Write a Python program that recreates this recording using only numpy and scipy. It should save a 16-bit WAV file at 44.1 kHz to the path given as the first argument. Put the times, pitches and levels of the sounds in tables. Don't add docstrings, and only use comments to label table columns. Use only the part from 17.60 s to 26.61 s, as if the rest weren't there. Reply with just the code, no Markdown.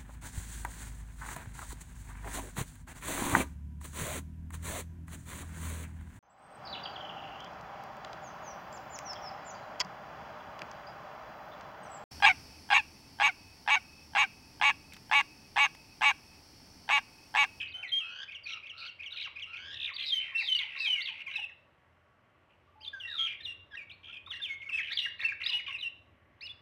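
import sys
import numpy as np
from scipy import signal
from scipy.fft import rfft, irfft, next_fast_len
from scipy.io import wavfile
from scipy.ndimage import uniform_filter1d

SR = 44100
rng = np.random.default_rng(int(sys.argv[2]) if len(sys.argv) > 2 else 0)


def to_wav(s):
    ch = np.atleast_2d(s).T
    pcm = np.round(np.clip(ch, -1, 1) * 32767)
    wavfile.write(sys.argv[1], SR, pcm.astype(np.int16))


N = 397341
ALONG = np.linspace(0, 1, 17)


def undb(db):
    return 10 ** (np.asarray(db) / 20)


def level(x, db):
    return x * undb(db) / np.sqrt(np.mean(x ** 2))


def wobble(rate, count):
    hold = int(SR / rate)
    steps = np.repeat(rng.standard_normal(count // hold + 1), hold)
    return 1.5 * uniform_filter1d(uniform_filter1d(steps, hold), hold)[:count]


def band(hz, width, count=N):
    size = next_fast_len(count)
    f = np.arange(size // 2 + 1) * SR / size
    bell = np.exp(-.5 * ((f - hz) / width) ** 2)
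    return level(irfft(rfft(rng.standard_normal(size)) * bell, size), 0)[:count]


# frequency in Hz, relative band level in dB.
HUSH_BANDS = [(30, -104), (60, -88), (100, -80), (200, -85), (600, -81.5), (1200, -78.5), (2500, -78),
              (3300, -91), (4500, -96), (8000, -101)]
# pitch in Hz, width in Hz, level in dB.
HUMS = [(86, 6.2, -76.5), (585.5, 91, -78), (1131, 44, -78)]
# time in seconds, gain in dB.
RUMBLE_SWELLS = [(0, -58), (0.401, -81), (1.9, -73), (2.15, -61.5), (2.397, -82), (5, -78.5), (5.701, -67.5),
                 (9.01, -69.5)]
def yard():
    hz, db = np.transpose(HUSH_BANDS)
    hush = 0
    for centre in 30 * 2 ** np.arange(0, 9.1, .5):
        band_db = np.interp(np.log(centre), np.log(hz), db)
        hush += undb(band_db + wobble(6, N)) * band(centre, centre / 6)
    hums = sum(undb(hum_db) * band(pitch, width / 2) for pitch, width, hum_db in HUMS)
    swell = undb(np.interp(np.arange(N) / SR, *np.transpose(RUMBLE_SWELLS)))
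    rumble = swell * (band(93, 22) + undb(-6.5) * band(260, 160))
    return level(hush, db=-68) + hums + rumble


# band centre in Hz, seconds to die by 60 dB, weight in dB before a treble tilt.
ECHO_BANDS = [(1000, .42, -2.5), (2010, .4, -4), (2778, 0.35, -5.5), (4410, 0.55, -10), (8000, 0.2, -8)]
GROUND_S, GROUND_DB = .0037, -6.5
def scatter(calls):
    t = np.arange(SR) / SR
    onset = np.clip(t / .0031, 0, 1)
    response = 0
    for hz, t60, db in ECHO_BANDS:
        tail = band(hz, hz / 4, SR) * np.exp(-np.log(1000) * t / t60) * onset
        response += undb(db) * tail / np.sqrt(np.sum(tail ** 2)) * np.sqrt(hz / SR)
    response[int(GROUND_S * SR)] += undb(GROUND_DB)
    response[0] += 1
    return signal.fftconvolve(calls, response)[:N]


# time in seconds, hoarseness in dB.
HOARSENESS = [(2.6, 1.2), (3.6, 3.4), (3.9, 3.4), (5.2, 1.5), (6.6, 2.0), (6.8, 3.6), (7.3, 3.6),
              (8.05, 3.6), (8.2, 1.5)]
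def hoarseness(t):
    return np.interp(t, *np.transpose(HOARSENESS))


# centre in Hz, width in Hz, dB against the voice before hoarseness lifts it.
HISS_BANDS = [(5500, 600, -39), (9000, 1000, -47), (12500, 1300, -51)]
def bill_hiss(song):
    envelope = uniform_filter1d(np.abs(song), size=SR // 100)
    air = sum(undb(db + 1.2 * wobble(28, N)) * band(hz, width) for hz, width, db in HISS_BANDS)
    return envelope * undb(hoarseness(np.arange(N) / SR)) * air


# pitch in Hz, gain in dB.
BILL_RESPONSE = [(1500, -11.5), (2200, -3.5), (3000, 0.5), (3500, 2.5), (4200, -19.5), (4800, -25),
                 (5500, -25)]
def through_bill(times, hz, db):
    bill_hz, bill_db = np.transpose(BILL_RESPONSE)
    return np.c_[times, hz, db + np.interp(np.log(hz), np.log(bill_hz), bill_db)]


def glide(t, times, hz):
    slope = np.diff(hz) / np.diff(times)
    agree = slope[:-1] * slope[1:]
    inner = np.where(agree > 0, 2 * agree / (slope[:-1] + slope[1:] + 1e-9), 0)
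    tangent = np.r_[slope[0], inner, slope[-1]]
    k = np.clip(np.searchsorted(times, t) - 1, 0, len(times) - 2)
    span = np.diff(times)[k]
    u = (t - times[k]) / span
    bend = (1 - u) * (tangent[k] - slope[k]) - u * (tangent[k + 1] - slope[k])
    return hz[k] + span * u * (slope[k] + (1 - u) * bend)


VOICES = {"whistle": ((-25, -23, -28), 70, 0, 0, 1, .005, -27), "chirp": ((-2, -18, -34),
          70, 0, 0, 1, .01, -20), "phrase": ((-19, -30, -34), 70, 0, 0, 1, .004, -28),
          "buzz": ((10, -4, -12), 84, .11, .7, .55, .014, -18), "screech": ((-20, -22, -32),
          140, .2, .95, .45, .012, -18), "scream": ((-21, -23, -32), 140, .07, .92, .6, .008, -24),
          "throb": ((-22, -26, -32), 70, .05, .97, .7, .008, -24), "trill": ((-27, -29, -34),
          73, .36, .95, .45, .008, -24), "rattle": ((-26, -28, -34), 72, .3, .8, .55, .018, -18)}
THROAT_HZ, THROAT_DB = 6300, -10
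CROAK_RATIO = .7
def syrinx(out, note, kind):
    overtones_db, rate, fall, depth, decay, rasp, breath_db = VOICES[kind]
    times, hz, db = np.transpose(note)
    start = max(int(times[0] * SR), 0)
    t = np.arange(start, min(int(times[-1] * SR), N)) / SR
    count = len(t)
    hoarse_db = hoarseness(t)
    pulse = np.cumsum(rate * (1 + .07 * wobble(40, count)) / SR) % 1
    pitch = glide(t, times, hz) * (1 - fall * (.2 + np.tanh((pulse - .35) / .19) / 2))
    pitch *= 1 + rasp * undb(hoarse_db) * wobble(500, count)
    phase = 2 * np.pi * np.cumsum(pitch) / SR
    tone = np.sin(phase) * (1 + undb(breath_db + hoarse_db) * wobble(2500, count))
    for harmonic, drive_db in enumerate(overtones_db, 2):
        above = np.clip(harmonic * pitch / THROAT_HZ - 1, 0, .1) / .1
        gain = undb(drive_db + THROAT_DB * above) * (harmonic * pitch < SR / 2.2)
        smear = .5 + .062 * hoarse_db * wobble(1500, count)
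        tone += gain * smear * np.sin(harmonic * phase)
    puff = np.minimum(pulse / .12, 1) * np.exp(-pulse / decay) * np.minimum((1 - pulse) / .15, 1)
    tone *= 1 - depth + depth * level(puff, 0)
    croak = np.sin(CROAK_RATIO * phase + wobble(400, count)) * (1 - depth * np.cos(np.pi * pulse) ** 2)
    tone += undb(-25 + 7.4 * depth + .21 * hoarse_db) * croak
    flutter_db = hoarse_db * (1 - 1.6 * np.abs(wobble(110, count)))
    fades = np.clip(np.minimum((t - t[0]) / .007, (t[-1] - t) / .005), 0, 1)
    out[start:start + count] += np.sqrt(2) * undb(np.interp(t, times, db) + flutter_db) * fades * tone


def settle(t, from_hz, to_hz, lag_s):
    return from_hz + (to_hz - from_hz) * np.expm1(-t / lag_s) / np.expm1(-t[-1] / lag_s)


# start and length in seconds, first and last pitch in Hz, level in dB before the bill.
SLURS = [(0.0, 0.04, 2556, 2546, -33.5), (1.85, 0.055, 2790, 2750, -48), (0.136, 0.1, 3040, 3074, -39.5),
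         (0.226, 0.067, 2940, 1924, -36), (0.316, 0.085, 3090, 3212, -30), (0.397, 0.12, 3226, 2550, -38),
         (0.833, 0.032, 4940, 4310, -28.5), (7.835, 0.073, 3460, 4860, -20.5),
         (1.528, 0.035, 4500, 4150, -33), (2.393, 0.058, 3960, 4216, -25), (2.923, 0.015, 2970, 4600, -30),
         (3.354, 0.071, 2980, 2756, -37.5), (5.329, 0.079, 1720, 1535, -33.5),
         (3.404, 0.024, 2900, 4350, -27), (7.302, 0.0095, 3050, 4430, -26),
         (7.642, 0.03, 2724, 2642, -27.5), (3.662, 0.044, 2705, 2010, -39),
         (3.753, 0.032, 2740, 2515, -32.5), (3.672, 0.027, 3200, 3050, -51),
         (7.318, 0.013, 3060, 4240, -22.5), (2.379, 0.083, 1860, 2083, -43), (2.53, 0.021, 1730, 2010, -44),
         (6.523, 0.063, 2840, 2445, -45), (3.888, 0.032, 2390, 1590, -49), (5.072, 0.048, 1120, 1183, -51),
         (5.153, 0.13, 830, 867, -52.5), (5.269, 0.021, 3850, 3346, -40.5), (7.368, 0.025, 3920, 2794, -34),
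         (5.581, 0.089, 1300, 1330, -39), (5.804, 0.02, 3644, 3646, -41), (5.86, 0.075, 2904, 2780, -37),
         (6.167, 0.073, 3030, 2270, -41.5), (6.311, 0.041, 3060, 4360, -43), (6.66, 0.059, 3400, 3770, -46),
         (6.727, 0.058, 2524, 2800, -41.5), (6.854, 0.1, 2920, 2158, -34.5), (7.04, .045, 2296, 2174, -40),
         (7.09, 0.023, 3100, 2120, -35), (7.399, 0.093, 2643, 2826, -31.5),
         (7.449, 0.025, 2400, 1567, -30.5), (7.612, 0.051, 3240, 4410, -30),
         (7.713, 0.016, 2150, 1553, -27.5), (7.885, 0.052, 3436, 2493, -32.5),
         (8.222, 0.066, 3140, 2704, -36), (8.886, 0.035, 3360, 3480, -48)]
def slurred_whistles(out, fade_db_per_s=-69):
    for at, length, from_hz, to_hz, db in SLURS:
        t = length * ALONG
        hz = settle(t, from_hz, to_hz, lag_s=.016 if to_hz < from_hz else .008)
        syrinx(out, through_bill(at + t, hz, db + fade_db_per_s * t), "whistle")


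# start and length in seconds, first, held and last pitch in Hz, level in dB before the bill.
DROPS = [(2.515, 0.078, 3414, 3146, 3030, -29), (2.744, 0.088, 2625, 2723, 1780, -31.5),
         (2.88, 0.097, 3370, 3070, 2784, -28), (2.984, 0.043, 2246, 2256, 1970, -32.5),
         (3.197, 0.083, 2780, 2620, 2120, -32), (3.256, .095, 3700, 3080, 2820, -31),
         (3.347, 0.079, 2706, 2195, 1916, -34), (3.777, 0.076, 3140, 2816, 2627, -39),
         (5.396, 0.071, 3930, 2800, 2715, -43), (6.812, 0.054, 3580, 3616, 2780, -37.5),
         (7.113, 0.1, 2804, 2640, 1557, -32), (7.68, 0.034, 2674, 2470, 2186, -29.5),
         (7.925, 0.087, 2797, 2938, 1704, -34), (8.121, 0.05, 2794, 2840, 2410, -37.5)]
def dropping_whistles(out, sag_hz_per_s=-800, drop_s=.032):
    for at, length, from_hz, held_hz, last_hz, db in DROPS:
        t = length * ALONG
        held = settle(t, from_hz, held_hz, lag_s=.0089) + sag_hz_per_s * t
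        falling = np.clip(1 - (length - t) / drop_s, 0, 1)
        hz = held + (last_hz - held) * falling
        opening_db = -5 * np.exp(-t / .0077)
        syrinx(out, through_bill(at + t, hz, db + opening_db), "whistle")


# start and length in seconds, first, middle and last pitch in Hz, level in dB before the bill.
ARCHES = [(0.074, 0.055, 3220, 4750, 3250, -40.5), (0.277, 0.019, 3210, 4150, 2920, -36),
          (0.292, 0.019, 2960, 4090, 3100, -39), (1.505, 0.027, 3430, 3920, 3010, -36.5),
          (2.335, 0.034, 3500, 4650, 3170, -23.5), (2.943, 0.053, 3120, 4670, 2840, -26),
          (3.414, 0.05, 3190, 4600, 2830, -24), (3.732, 0.05, 3490, 3960, 2870, -38),
          (5.205, 0.053, 2070, 3170, 2190, -55), (5.25, 0.023, 2400, 3190, 2700, -49),
          (5.202, 0.051, 4320, 4740, 3280, -35.5), (5.252, 0.036, 3300, 4730, 3750, -38),
          (5.446, 0.12, 1930, 1732, 1154, -39.5), (5.828, 0.035, 3720, 3960, 2930, -36.5),
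          (6.293, 0.035, 4080, 2500, 2920, -50.5), (6.734, 0.055, 4120, 4800, 3260, -56),
          (6.701, 0.03, 3740, 3250, 2420, -42.5), (7.014, 0.028, 4430, 2297, 2940, -43),
          (7.33, 0.048, 3160, 4700, 2820, -23), (7.582, 0.024, 3170, 4300, 3300, -36.5),
          (7.86, 0.046, 3160, 4140, 3530, -25), (7.87, 0.043, 4350, 4970, 3090, -23),
          (7.399, .035, 3130, 4020, 3480, -33.5), (8.071, 0.026, 3300, 3610, 2770, -46),
          (8.183, 0.036, 3610, 3986, 3270, -34), (8.807, 0.079, 1630, 2825, 2230, -46.5),
          (8.808, 0.059, 3640, 5140, 4250, -28.5), (8.856, 0.017, 5000, 4650, 3330, -26.5)]
SCREECHES = [(1.172, 0.11, 4100, 4200, 4250, -30), (2.452, 0.044, 4540, 4670, 4840, -23.5),
             (2.791, 0.088, 4500, 4500, 4780, -26), (3.182, 0.079, 4690, 4650, 4990, -25.5)]
SCREAMS = [(0.865, 0.087, 5550, 5740, 5560, -35), (2.42, 0.096, 3950, 3960, 3544, -27),
           (2.773, .11, 3860, 3960, 3455, -33), (3.167, 0.11, 3890, 3930, 3680, -33)]
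def arched_calls(out, dwell=1.7):
    bow = np.tanh(dwell * np.sin(np.pi * ALONG)) / np.tanh(dwell)
    for kind, rows in [("whistle", ARCHES), ("screech", SCREECHES), ("scream", SCREAMS)]:
        for at, length, from_hz, middle_hz, to_hz, db in rows:
            straight = from_hz + (to_hz - from_hz) * ALONG
            hz = straight + (middle_hz - (from_hz + to_hz) / 2) * bow
            syrinx(out, through_bill(at + length * ALONG, hz, db), kind)


# start and length in seconds, first and last pitch in Hz, level in dB and, except for
# the buzzes, swell in dB.
CHIRPS = [(2.287, 0.037, 1752, 987, -57.5, 18), (2.705, 0.035, 1196, 1040, -60.5, 6),
          (2.812, 0.03, 1117, 698, -59, -3), (3.002, 0.051, 1156, 820, -61, 1),
          (3.157, 0.051, 1114, 1072, -60, -10), (3.268, 0.025, 1126, 720, -58, 2),
          (3.478, 0.049, 1166, 774, -60, -2), (3.671, 0.034, 1100, 1050, -60.5, -6),
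          (3.778, 0.031, 1004, 580, -54.5, -7.5), (5.8, 0.019, 1900, 1690, -52, -13),
          (6.105, 0.046, 1756, 1608, -51.5, 7), (6.142, 0.017, 1670, 1970, -45, 20),
          (6.477, 0.036, 1285, 1447, -60.5, 25), (6.667, 0.019, 1456, 860, -51, -1),
          (6.706, 0.024, 913, 2220, -54, 7), (6.752, 0.025, 1610, 2280, -53, -2),
          (6.726, 0.022, 2267, 1670, -47, 6), (6.781, 0.032, 2144, 1510, -56.5, 28),
          (7.079, 0.03, 1660, 1000, -54, 22), (7.301, 0.036, 1466, 2410, -40, 8),
          (7.895, 0.059, 1136, 807, -59, 4), (8.078, 0.056, 1176, 885, -60, -28.5)]
BUZZES = [(0.141, 0.1, 734, 760, -63.5), (0.396, 0.25, 1297, 1677, -54), (0.877, 0.11, 1456, 1278, -58),
          (1.123, 0.15, 1326, 1454, -58), (1.506, 0.05, 1486, 1508, -60.5), (1.625, 0.058, 2640, 951, -55),
          (1.86, 0.29, 1290, 1807, -56)]
RATTLES = [(0.0, 0.11, 2995, 2635, -46, -16), (2.099, 0.082, 3610, 3420, -48, 16),
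           (2.26, 0.047, 3286, 2090, -39.5, 0.5), (2.597, 0.18, 2790, 2090, -46, -12),
           (2.996, 0.12, 3163, 2405, -45, -21.5), (3.077, 0.11, 2527, 2520, -47, 18.5),
           (3.47, 0.08, 3226, 2480, -44, -21.5), (3.528, .1, 2460, 2710, -49, 10.5),
           (3.69, .065, 2810, 2750, -42, 7.5), (5.655, .09, 2993, 2564, -40.5, -11),
           (4.893, 0.073, 2900, 2710, -72, -7.5), (7.118, .19, 3240, 2864, -46.5, 6),
           (7.386, 0.05, 3673, 3130, -38, -27), (7.589, 0.059, 2397, 2192, -39, 2.5),
           (7.801, 0.087, 2654, 2485, -41, -4), (7.915, 0.06, 3444, 3195, -41.5, -22.5),
           (8.063, 0.071, 3020, 2493, -42.5, -6.5)]
TRILLS = [(0.861, .085, 3820, 3650, -49, 6), (1.557, 0.076, 3710, 3680, -40.5, 1),
          (2.185, 0.08, 3397, 3396, -37.5, 8), (2.379, 0.071, 3370, 2970, -38.5, -1),
          (3.802, 0.08, 3380, 3280, -56, -9), (6.431, 0.15, 3084, 3050, -51, 2)]
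def sliding_calls(out, buzz_swell_db=13):
    buzzes = [(*row, buzz_swell_db) for row in BUZZES]
    for kind, rows in [("chirp", CHIRPS), ("buzz", buzzes), ("rattle", RATTLES), ("trill", TRILLS)]:
        for at, length, from_hz, to_hz, db, swell_db in rows:
            note = [(at, from_hz, db - swell_db / 2), (at + length, to_hz, db + swell_db / 2)]
            syrinx(out, note, kind)


# time in seconds, pitch in Hz, level in dB.
THROB_POINTS = [(5.47, 3802, -48.5), (5.572, 3740, -40), (5.59, 3290, -32.5), (5.658, 3282, -34),
                (5.691, 2500, -44), (5.75, 2350, -48.5)]
def throbbing_note(out):
    syrinx(out, THROB_POINTS, "throb")


# seconds from the beat, pitch in Hz, relative level in dB.
PHRASE = [
    [(-.013, 1864, -5), (-.002, 2453, 4), (.005, 2526, 13.5), (.017, 2050, 5.5)],
    [(.018, 3260, -4), (.025, 2660, 7), (.032, 2610, 6.5), (.038, 3760, 21)],
    [(.035, 1756, -6), (.045, 2300, 13), (.056, 1860, -5.5)],
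    [(.057, 3555, 15.5), (.07, 2916, 10.5), (.085, 2700, 16.5)],
]
# time in seconds, level in dB.
PHRASE_BEATS = [(0.687, -55.5), (0.8622, -51), (1.035, -55.5), (1.217, -56.5), (1.399, -53), (1.5754, -52),
                (1.7619, -52), (1.9358, -51.5)]
def repeated_phrase(out):
    for at, db in PHRASE_BEATS:
        for note in PHRASE if at < PHRASE_BEATS[-1][0] else PHRASE[:-1]:
            syrinx(out, np.array(note) + [at, 0, db], "phrase")


def mynas():
    song = np.zeros(N)
    slurred_whistles(song)
    dropping_whistles(song)
    arched_calls(song)
    sliding_calls(song)
    throbbing_note(song)
    repeated_phrase(song)
    return song + bill_hiss(song)


def scene():
    return (scatter(mynas()) + yard())[None]


TOP_HZ = 14200
def record(dry):
    return signal.sosfilt(signal.ellip(8, .2, 50, TOP_HZ, fs=SR, output="sos"), dry)


dry = scene()
out = record(dry)
to_wav(out)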